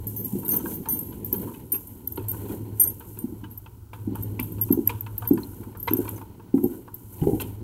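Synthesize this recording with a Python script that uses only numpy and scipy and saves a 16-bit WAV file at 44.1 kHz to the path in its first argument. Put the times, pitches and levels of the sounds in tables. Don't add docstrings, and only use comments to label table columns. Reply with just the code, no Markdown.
import sys
import numpy as np
from scipy import signal
from scipy.fft import rfft, irfft
from scipy.io import wavfile
from scipy.ndimage import uniform_filter1d

SR = 44100
rng = np.random.default_rng(int(sys.argv[2]) if len(sys.argv) > 2 else 0)


def generate_wav(sig):
    pcm = np.round(np.clip(np.atleast_2d(sig).T, -1, 1) * 32767).astype(np.int16)
    wavfile.write(sys.argv[1], SR, pcm)


N = 336483


def gain_of(db):
    return 10 ** (np.asarray(db) / 20)


def evened(x):
    return x / np.sqrt(np.mean(x ** 2) + 1e-20)


def add(mix, start_s, sound):
    part = mix[round(start_s * SR):][:len(sound)]
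    part += sound[:len(part)]


def along(table, column):
    rows = np.array(table)
    return np.interp(np.arange(N) / SR, rows[:, 0], rows[:, column])


def coloured(x, spectrum, bright_db=0):
    table_hz, table_db = np.transpose(spectrum)
    hz = np.fft.rfftfreq(len(x), 1 / SR)
    db = np.interp(np.log(hz + 1), np.log(table_hz + 1), table_db, left=-90, right=-90)
    db += bright_db * np.clip((hz - 1600) / 600, 0, 1)
    return irfft(rfft(x) * gain_of(db), len(x))


def lumpy(window_s, spread_db):
    window = np.hanning(int(window_s * SR) + 3)
    slow = evened(signal.oaconvolve(rng.standard_normal(N), window, "same"))
    return rng.standard_normal(N) * gain_of(spread_db * slow)


# time_s, level_db
HUM_LEVEL = [(0, -36), (.5, -51), (1.35, -41.5), (1.85, -51), (2.35, -34), (3.0, -44.5), (3.9, -47),
             (4.1, -33.5), (4.8, -35.5), (5.65, -43), (6.15, -37.5), (6.4, -56.5), (7.1, -52), (7.3, -41),
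             (7.63, -39)]
HUM_HZ = 105.05


def hum():
    window = np.hanning(int(.07 * SR))[None]
    waver = signal.oaconvolve(rng.standard_normal((2, N)), window, "same", axes=1)
    wobble = 1 + 0.51 * (evened(waver[0]) + 1j * evened(waver[1]))
    carrier = np.exp(2j * np.pi * HUM_HZ * np.arange(N) / SR)
    return gain_of(along(HUM_LEVEL, 1)) * evened((wobble * carrier).real)


# freq_hz, gain_db
AIR_COLOUR = [(12, -66), (20, -12), (117, 5.5), (169, -30), (314, -30), (599, -45), (1510, -24.5),
              (1900, -74), (2510, -45), (5360, -39), (13200, -36), (15750, -30), (16000, -89)]
# freq_hz, gain_db
SWAY_COLOUR = [(12, -54), (25, -33), (45, -15), (75, -11), (95, -10.5), (130, -38)]
AIR_DB = -49.5
SWAY_DB, SWAY_DB_PER_HUM_DB = -48.5, 0.72


def outdoors():
    air = gain_of(AIR_DB) * evened(coloured(lumpy(0.95, 1.0), AIR_COLOUR))
    sway_db = SWAY_DB + SWAY_DB_PER_HUM_DB * (along(HUM_LEVEL, 1) + 43)
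    sway = gain_of(sway_db) * evened(coloured(lumpy(0.097, 1.5), SWAY_COLOUR))
    return air + sway


# middle_s, hiss_db, length_s, scuff_db
SWELLS = [(.55, -50, 0.27, -57), (0.702, -37, 0.19, -58), (1.436, -51, 0.27, -60.5),
          (2.434, -69, 0.47, -60), (2.523, -44, 0.15, -57.5), (2.834, -48, 0.29, -63),
          (4.892, -40.5, 0.085, -57), (5.42, -50.5, 0.96, -68), (6.055, -45, 0.53, -60.5),
          (6.708, -50.5, 0.34, -64.5), (7.137, -46, 0.039, -67), (7.32, -46.5, 0.73, -72),
          (7.416, -32.5, 0.045, -51)]


def swelling(column):
    power = np.zeros(N)
    for row in SWELLS:
        middle_s, level_db, length_s = row[0], row[column], row[2]
        shape = np.hanning(int(length_s * SR)) ** 2
        add(power, middle_s - length_s / 2, gain_of(2 * level_db) * shape)
    return power


# start_s, level_db
HISS_RISES = [(0, -53), (0.069, -42.5), (.24, -41.5), (0.478, -38.5), (.887, -43), (1.25, -45.5),
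              (1.33, -46), (1.72, -45.5), (2.07, -48), (2.286, -43), (2.8, -45), (3.07, -50),
              (3.501, -56.5), (3.93, -55.5), (4.148, -49.5), (4.4, -47), (4.61, -45), (4.87, -51),
              (5.18, -51), (5.779, -51.5), (5.87, -52), (6.543, -51), (6.94, -51.5)]
# freq_hz, gain_db
HISS_COLOUR = [(2650, -25), (4500, -32), (6340, -19.5), (9120, -11.5), (9950, -12.5), (13000, -2.5),
               (15750, -15), (15950, -51), (16200, -79)]
HISS_T60_S = 1.68


def hiss():
    power, t = swelling(column=1), np.arange(SR) / SR
    for start_s, level_db in HISS_RISES:
        onset = np.minimum(t / 0.0025, 1)
        add(power, start_s, gain_of(2 * (level_db - 60 * t / HISS_T60_S)) * onset)
    return np.sqrt(power) * evened(coloured(lumpy(0.0071, 1.65), HISS_COLOUR))


def grit():
    sizes_db = 6.9 * np.minimum(rng.exponential(1, N), 2)
    catches = (rng.random(N) < 40 / SR) * gain_of(sizes_db)
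    decay = gain_of(-60 * np.arange(2000) / SR / 0.13)
    return 0.3 * signal.oaconvolve(catches, decay)[:N] * rng.standard_normal(N)


# time_s, rumble_db
MOTION = [(0, -42), (.6, -34.5), (.85, -40), (1.4, -35.5), (1.7, -46), (2.12, -47.5), (2.45, -37.5),
          (3.0, -46), (3.4, -46.5), (3.85, -59.5), (4.15, -38.5), (4.5, -39.5), (5.1, -47.5), (5.75, -46.5),
          (6.08, -44), (6.35, -47.5), (7.1, -50.5), (7.3, -35.5), (7.63, -44)]
# freq_hz, gain_db
RUMBLE_COLOUR = [(71, -14), (120, -8), (134, -2.5), (205, -0.5), (349, -2), (441, -10), (511, -15),
                 (650, -34.5), (840, -69)]
# freq_hz, gain_db
SCUFF_COLOUR = [(350, -40), (600, -5), (704, -9), (863, 0.5), (1010, 0), (1230, -26.5), (1470, -25),
                (1750, -18.5), (2270, -17.5), (2710, -20), (3020, -15), (3540, -25), (4380, -20),
                (5000, -41), (6500, -92)]
# freq_hz, gain_db
RASP_COLOUR = [(1100, -16), (1480, 3), (1950, -33)]
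SCUFF_DB, SCUFF_DB_PER_RUMBLE_DB = -58, 0.54
BOOM_DB, BOOM_PITCH_FACTOR = 18, 1.21


def motion():
    rumble_db = along(MOTION, 1)
    rumble = gain_of(rumble_db) * evened(coloured(lumpy(0.056, 2.86), RUMBLE_COLOUR))
    swell = np.sqrt(swelling(column=3))
    boom_colour = np.multiply(RUMBLE_COLOUR, [BOOM_PITCH_FACTOR, 1])
    boom = gain_of(BOOM_DB) * swell * evened(coloured(lumpy(0.09, 3.7), boom_colour))
    rasp = swell * evened(coloured(lumpy(0.018, 4.9), RASP_COLOUR))
    scuff_db = SCUFF_DB + SCUFF_DB_PER_RUMBLE_DB * (rumble_db + 40.5)
    scuff = evened(coloured(lumpy(0.027, 1.8) + grit(), SCUFF_COLOUR))
    return rumble + boom + rasp + (gain_of(scuff_db) + swell) * scuff


# start_s, level_db, ring_t60_s
PINGS = [(0.1635, -50, 0.25), (0.512, -37, 0.29), (0.5893, -46.5, 0.21), (0.6659, -53, 0.51),
         (0.8866, -42, 0.22), (0.949, -46.5, 0.14), (1.328, -46, 0.093), (1.7205, -53, 0.21),
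         (2.799, -35.5, 0.13), (2.842, -37.5, 0.084), (2.875, -53, 0.19), (4.7277, -57, 0.22),
         (5.4061, -59, 0.19), (5.895, -52, 0.22), (5.9686, -46, 0.06), (6.162, -48, 0.077)]
PING_HZ = 6187


def pings():
    out, t = np.zeros(N), np.arange(SR // 2) / SR
    ends_s = [row[0] for row in PINGS[1:]] + [N / SR]
    for (start_s, level_db, t60_s), end_s in zip(PINGS, ends_s):
        noise = rng.standard_normal(len(t))
        swing = gain_of(2.5 * evened(signal.oaconvolve(noise, np.hanning(900), "same")))
        stopped = np.clip((end_s - start_s - t) / .001, 0, 1)
        level = gain_of(level_db - 60 * t / max(t60_s, .02)) * swing * stopped
        onset = np.minimum(t / 0.00055, 1)
        add(out, start_s, level * onset * np.sin(2 * np.pi * PING_HZ * t))
    return out


# start_s, tick_db, base_t60_s, first_tag_db, second_tag_db
CLINKS = [(0.0697, -5, 0.13, -25, -38), (0.1632, -15, .36, -24, -28), (0.246, -23, 0.062, -20, -19.5),
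          (0.387, -11, 0.13, -41.5, -27), (.449, -14, 0.26, -33, -27), (0.481, -1, .12, -36, -37),
          (0.49, -0.5, 0.44, -20, -15), (0.5152, -21, 0.31, -13, -13), (0.5654, 1.5, 0.066, -18, -18),
          (.6665, -36, 0.39, -31, -41), (0.737, -15, 0.23, -26.5, -31), (.887, -2.5, 0.58, -20, -13.5),
          (0.9232, -8, 0.25, -24, -16), (0.99, -2.5, 0.33, -31, -24.5), (1.246, -28, 0.081, -21.5, -51),
          (1.327, -13, 0.043, -8.5, -25), (1.358, -13, 0.27, -27, -34), (1.719, -6.5, 0.17, -18, -8),
          (1.8714, -15, 0.19, -40, -38), (2.048, -40, 0.042, -60, -44), (2.074, -24, 0.034, -45, -23.5),
          (2.1213, -28, 0.041, -26, -29), (2.1585, -14, 0.16, -45, -28), (2.2842, -3, 0.12, -37, -10.5),
          (2.3144, -8, 0.031, -18, -40), (2.7968, -1.5, 0.44, -11, -4.5), (2.811, 0, 0.18, -12, -19),
          (2.821, -8, 0.92, -16, -7), (2.839, 2, 0.17, -25, -14), (2.852, -10, .15, -26, -20),
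          (2.873, -20, .15, -28, -13), (2.892, -14, .12, -33, -26), (2.997, -16, .04, -50, -50),
          (3.189, -7, 0.23, -50, -27), (3.51, -36, 0.12, -38, -39), (3.575, -29, 0.045, -28, -49),
          (4.155, -12.5, .06, -51, -54), (4.225, -14.5, 0.076, -45, -23), (4.398, -3.5, 0.055, -42, -37),
          (4.427, -24, 0.13, -33, -27), (4.52, -23, 0.037, -41, -31), (4.613, -9, 0.073, -13, -11.5),
          (4.636, -10, 0.016, -33, -18), (4.712, -34.5, 0.011, -46, -24), (4.725, -14, 0.013, -10.5, -5.5),
          (4.73, -12, .1, -24, -42), (4.8737, -30, 0.021, -16, -12.5), (5.008, -27, 0.026, -22, -42),
          (5.18, -23, 0.023, -10.5, -18), (5.274, -18.5, 0.057, -20, -17), (5.332, -29, 0.049, -41, -24),
          (5.772, -20, 0.044, -47, -50), (5.799, -35, 0.056, -34, -44), (5.8284, -31, 0.062, -25, -53),
          (5.852, -31, 0.083, -35, -34), (5.871, -22, 0.08, -29, -43), (5.907, -24, .04, -34, -50),
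          (5.935, -16, 0.014, -11, -33), (5.968, -12, 0.084, -25, -22), (6.05, -28, .04, -57, -50),
          (6.091, -4.5, 0.05, -42, -34), (6.638, -13.5, 0.13, -32, -29), (6.942, -22, 0.058, -29, -32)]
# mode_1_hz, mode_2_hz
TAG_HZ = [
    [12913, 15491],
    [9116, 12600],
]
# level_db, t60_factor, gain_db_per_t60_doubling (0 dB at 0.1 s)
TAG_MODES = [(-1, 0.79, -1.5), (-16.5, 1.8, 0), (-20, 0.63, 0.5), (-7.5, 1.16, -3.5)]
# freq_hz, gain_db
TICK_COLOUR = [(4000, -60), (7000, -16.5), (9000, -6), (12000, -1.5), (13500, 6), (15700, -6), (16100, -31),
               (17000, -50)]
SPREAD_DB = 1.5


def tags():
    out, ticks, t = np.zeros(N), np.zeros(N), np.arange(SR // 2) / SR
    mode_hz = np.array(sum(TAG_HZ, []))[:, None]
    mode_db, t60_factor, doubling_db = np.transpose(TAG_MODES)[:, :, None]
    ends_s = [row[0] for row in CLINKS[1:]] + [N / SR]
    for (start_s, tick_db, t60_s, *rings_db), end_s in zip(CLINKS, ends_s):
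        ring_s = max(t60_s, .01)
        stopped = np.clip((end_s - start_s - t) / 0.005 + 1, 0, 1)
        spread, detune = rng.standard_normal((2, len(mode_hz), 1))
        struck_db = np.repeat(rings_db, [len(tag) for tag in TAG_HZ])[:, None]
        struck_db = struck_db + SPREAD_DB * spread * (mode_db < -4) + doubling_db * np.log2(ring_s * 10)
        noise = rng.standard_normal((len(mode_hz), len(t)))
        turning = signal.oaconvolve(noise, np.hanning(450)[None], "same", axes=1)
        swing = gain_of(4 * evened(turning))
        level = gain_of(mode_db + struck_db - 60 * t / (t60_factor * ring_s)) * swing * stopped
        ring = (level * np.sin(2 * np.pi * mode_hz * (1 + 0.00025 * detune) * t)).sum(0)
        add(out, start_s, ring * np.minimum(t / 0.0014, 1))

        rattle_decay = gain_of(-17 - 60 * np.arange(4000) / SR / .3)
        touches = (rng.random(4000) < 50 / SR) * rattle_decay
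        touches[0] = 1
        tick_t = np.arange(600) / SR
        tick = gain_of(tick_db - 60 * tick_t / 0.0071) * np.minimum(tick_t / 0.0026, 1)
        tick *= np.sign(rng.standard_normal(600))
        add(ticks, start_s, signal.oaconvolve(touches, tick))
    echoes = rng.standard_normal(3000) * gain_of(-31.5 - 60 * np.arange(3000) / SR / 0.05)
    echoes[0] = 1
    return signal.oaconvolve(out + coloured(ticks, TICK_COLOUR), echoes)[:N]


# start_s, level_db, brightness_db (relative), claw_hz
KNOCKS = [(0.431, -35, -24, 2620), (0.459, -44, -6, 3850), (0.513, -46.5, -3, 4500), (.532, -34, -14, 4380),
          (0.566, -50, -1, 3060), (0.596, -37.5, -18.5, 3080), (0.653, -28, -24, 2480),
          (0.855, -32, -20.5, 2460), (1.122, -43.5, -10, 2980), (1.336, -38, -16, 3130),
          (1.414, -58, 2, 3000), (1.472, -38, -27, 2990), (1.536, -43, -6.5, 2980),
          (1.738, -36.5, -9, 2580), (2.171, -28.5, -12.5, 2850), (2.326, -38, -23.5, 2490),
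          (2.484, -40.5, -15, 3260), (3.002, -39.5, -17, 3060), (3.17, -43.5, -13, 2480),
          (3.438, -35.5, -12, 2980), (3.661, -39.5, -13, 2600), (3.933, -32.5, -12.5, 2380),
          (4.152, -32, -20.5, 3060), (4.394, -23.5, -5, 2330), (4.583, -42.5, -15, 2380),
          (4.69, -37.5, -16, 2440), (4.73, -38, -17.5, 2960), (4.894, -24, -8.5, 2440),
          (5.064, -31.5, -17.5, 3400), (5.221, -31, -21.5, 3000), (5.251, -36, -16, 2400),
          (5.305, -39.5, -20, 2300), (5.376, -30.5, -21, 2380), (5.434, -63, 25, 4190),
          (5.632, -41, -21, 2040), (5.751, -36, -29, 2080), (5.877, -17, -11.5, 2100),
          (6.052, -33, -20, 2380), (6.079, -32, -8, 2380), (6.178, -37.5, -18, 2130),
          (6.214, -34.5, -18.5, 2460), (6.398, -43, -23, 2320), (6.578, -37, -19.5, 2040),
          (6.879, -33, -25, 2100), (7.215, -55.5, 8.5, 2960), (7.233, -38.5, -13.5, 2010),
          (7.4, -29.5, -4, 2710), (7.42, -37, -2, 3170)]
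# freq_hz, gain_db
PLANK_COLOUR = [(450, 20.5), (700, -47.5), (900, 21.5), (1150, 4.5), (1450, 5), (2050, -12.5), (2500, -2.5),
                (3200, -6), (4400, -16.5), (5300, -20), (16000, -31)]
# freq_hz, level_db
BOARD_MODES = [(830, 4), (960, 2.5), (1450, 4.5), (2150, -4), (2450, 3), (3000, -1.5), (3500, -17),
               (4300, -2)]
# time_s, t60_s
KNOCK_T60 = [(0, 0.063), (2.5, 0.25), (3.6, 0.063), (7.63, 0.065)]
KNOCK_RISE = 0.035


def knocks():
    out, t = np.zeros(N), np.arange(SR // 4) / SR
    board_hz, board_db = np.transpose(BOARD_MODES)[:, :, None]
    for start_s, level_db, bright_db, claw_hz in KNOCKS:
        t60_s = np.interp(start_s, *np.transpose(KNOCK_T60))
        noise, grain = rng.standard_normal((2, len(t)))
        grain = gain_of(3.24 * evened(uniform_filter1d(grain, 60)))
        decay = gain_of(-60 * t / max(t60_s, .01))
        decay += gain_of(-17.5 - 60 * t / 0.47)
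        contacts = grain * decay * np.minimum(t / (KNOCK_RISE * t60_s), 1)
        knock = np.roll(coloured(noise * contacts, PLANK_COLOUR, bright_db + 13.0), 88)
        knock *= np.clip(np.minimum(t / .002, (.2 - t) / .05), 0, 1)

        varied_db = 2.8 * rng.standard_normal(board_hz.shape) + (bright_db + 10.5) * (board_hz > 1900)
        varied_hz = board_hz * (1 + 0.0514 * rng.standard_normal(board_hz.shape))
        board_t60_s = 0.075 * (1000 / board_hz) ** 0.7
        board_level = gain_of(board_db + varied_db - 60 * t / board_t60_s)
        board_ring = (board_level * np.sin(2 * np.pi * varied_hz * t)).sum(0)
        claw_ring = gain_of(-60 * t / .03) * np.sin(2 * np.pi * claw_hz * t)
        drive = noise * contacts ** 3.06
        board = signal.oaconvolve(drive, board_ring)[:len(t)]
        claw = signal.oaconvolve(drive, claw_ring)[:len(t)]

        sound = knock / abs(knock).max() + 0.59 * board / abs(board).max()
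        sound += gain_of(bright_db + 3.5) * claw / abs(claw).max()
        add(out, start_s - .0025, gain_of(level_db) * sound)
    return out


# start_s, level_db, pitch_hz
THUDS = [(0.253, -27, 216), (0.328, -17.5, 185), (0.351, -21, 332), (0.654, -26, 287), (0.928, -26, 274),
         (1.327, -21.5, 316), (1.392, -27, 212), (1.453, -25, 265), (1.734, -28.5, 323), (2.177, -22, 360),
         (2.497, -25, 302), (3.238, -17.5, 250), (3.32, -26.5, 266), (3.428, -30.5, 258),
         (4.072, -16.5, 261), (4.118, -24, 287), (4.393, -20.5, 275), (4.703, -6.5, 283), (4.772, -13, 322),
         (4.786, -14.5, 286), (5.307, -4, 296), (5.329, -20, 260), (5.367, -21.5, 218), (5.668, -31, 258),
         (5.909, -14.5, 298), (5.934, -14, 300), (5.987, -11.5, 327), (6.539, -5.5, 287), (6.568, -14, 279),
         (6.63, -16.5, 305), (6.638, -8.5, 304), (7.211, -14, 138), (7.222, -16.5, 313), (7.268, -7, 369),
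         (7.328, -12, 277)]
SOLE_HZ = 784
NEAR_FROM_S, NEAR_DB_PER_S = 6.37, 12


def thuds():
    out, t = np.zeros(N), np.arange(SR // 2) / SR
    blow_t = t[:2000]
    for start_s, level_db, pitch_hz in THUDS:
        turns = blow_t * pitch_hz
        swell = np.exp(-((turns - 1.3) / np.where(turns < 1.3, .7, 1.3)) ** 2)
        blow = -np.sin(2 * np.pi * turns) * swell
        near_db = NEAR_DB_PER_S * max(start_s - NEAR_FROM_S, 0)
        weight = np.sin(2 * np.pi * 0.31 * turns) * np.exp(-((turns - 2.2) / 2.1) ** 2)
        blow -= gain_of(2 * near_db - 32.0) * weight
        sole = np.sin(2 * np.pi * SOLE_HZ * blow_t) * np.exp(-((turns - 1.8) / 1.0) ** 2)
        blow += gain_of(near_db - 31.5) * sole

        decay = gain_of(-60 * t / 0.085) + gain_of(-13.5 - 60 * t / 0.46)
        repeats = rng.standard_normal(len(t)) * decay * np.minimum(t / 0.01, 1) ** 2
        ring = signal.oaconvolve(repeats, blow)
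        sound = gain_of(-6) * ring / abs(ring).max()
        add(sound, 0, blow / abs(blow).max())
        add(out, start_s + 0.001, gain_of(level_db) * sound)
    return out


def scene():
    background = hum() + outdoors()
    moving = hiss() + motion()
    collar = pings() + tags()
    return np.tile(background + moving + collar + knocks() + thuds(), (2, 1))


EDGE_HZ = 16900


def record(dry):
    lowpass = signal.firwin(511, EDGE_HZ, window=("kaiser", 9), fs=SR)
    return signal.oaconvolve(dry, lowpass[None], "same", axes=1)


dry = scene()
out = record(dry)
generate_wav(out)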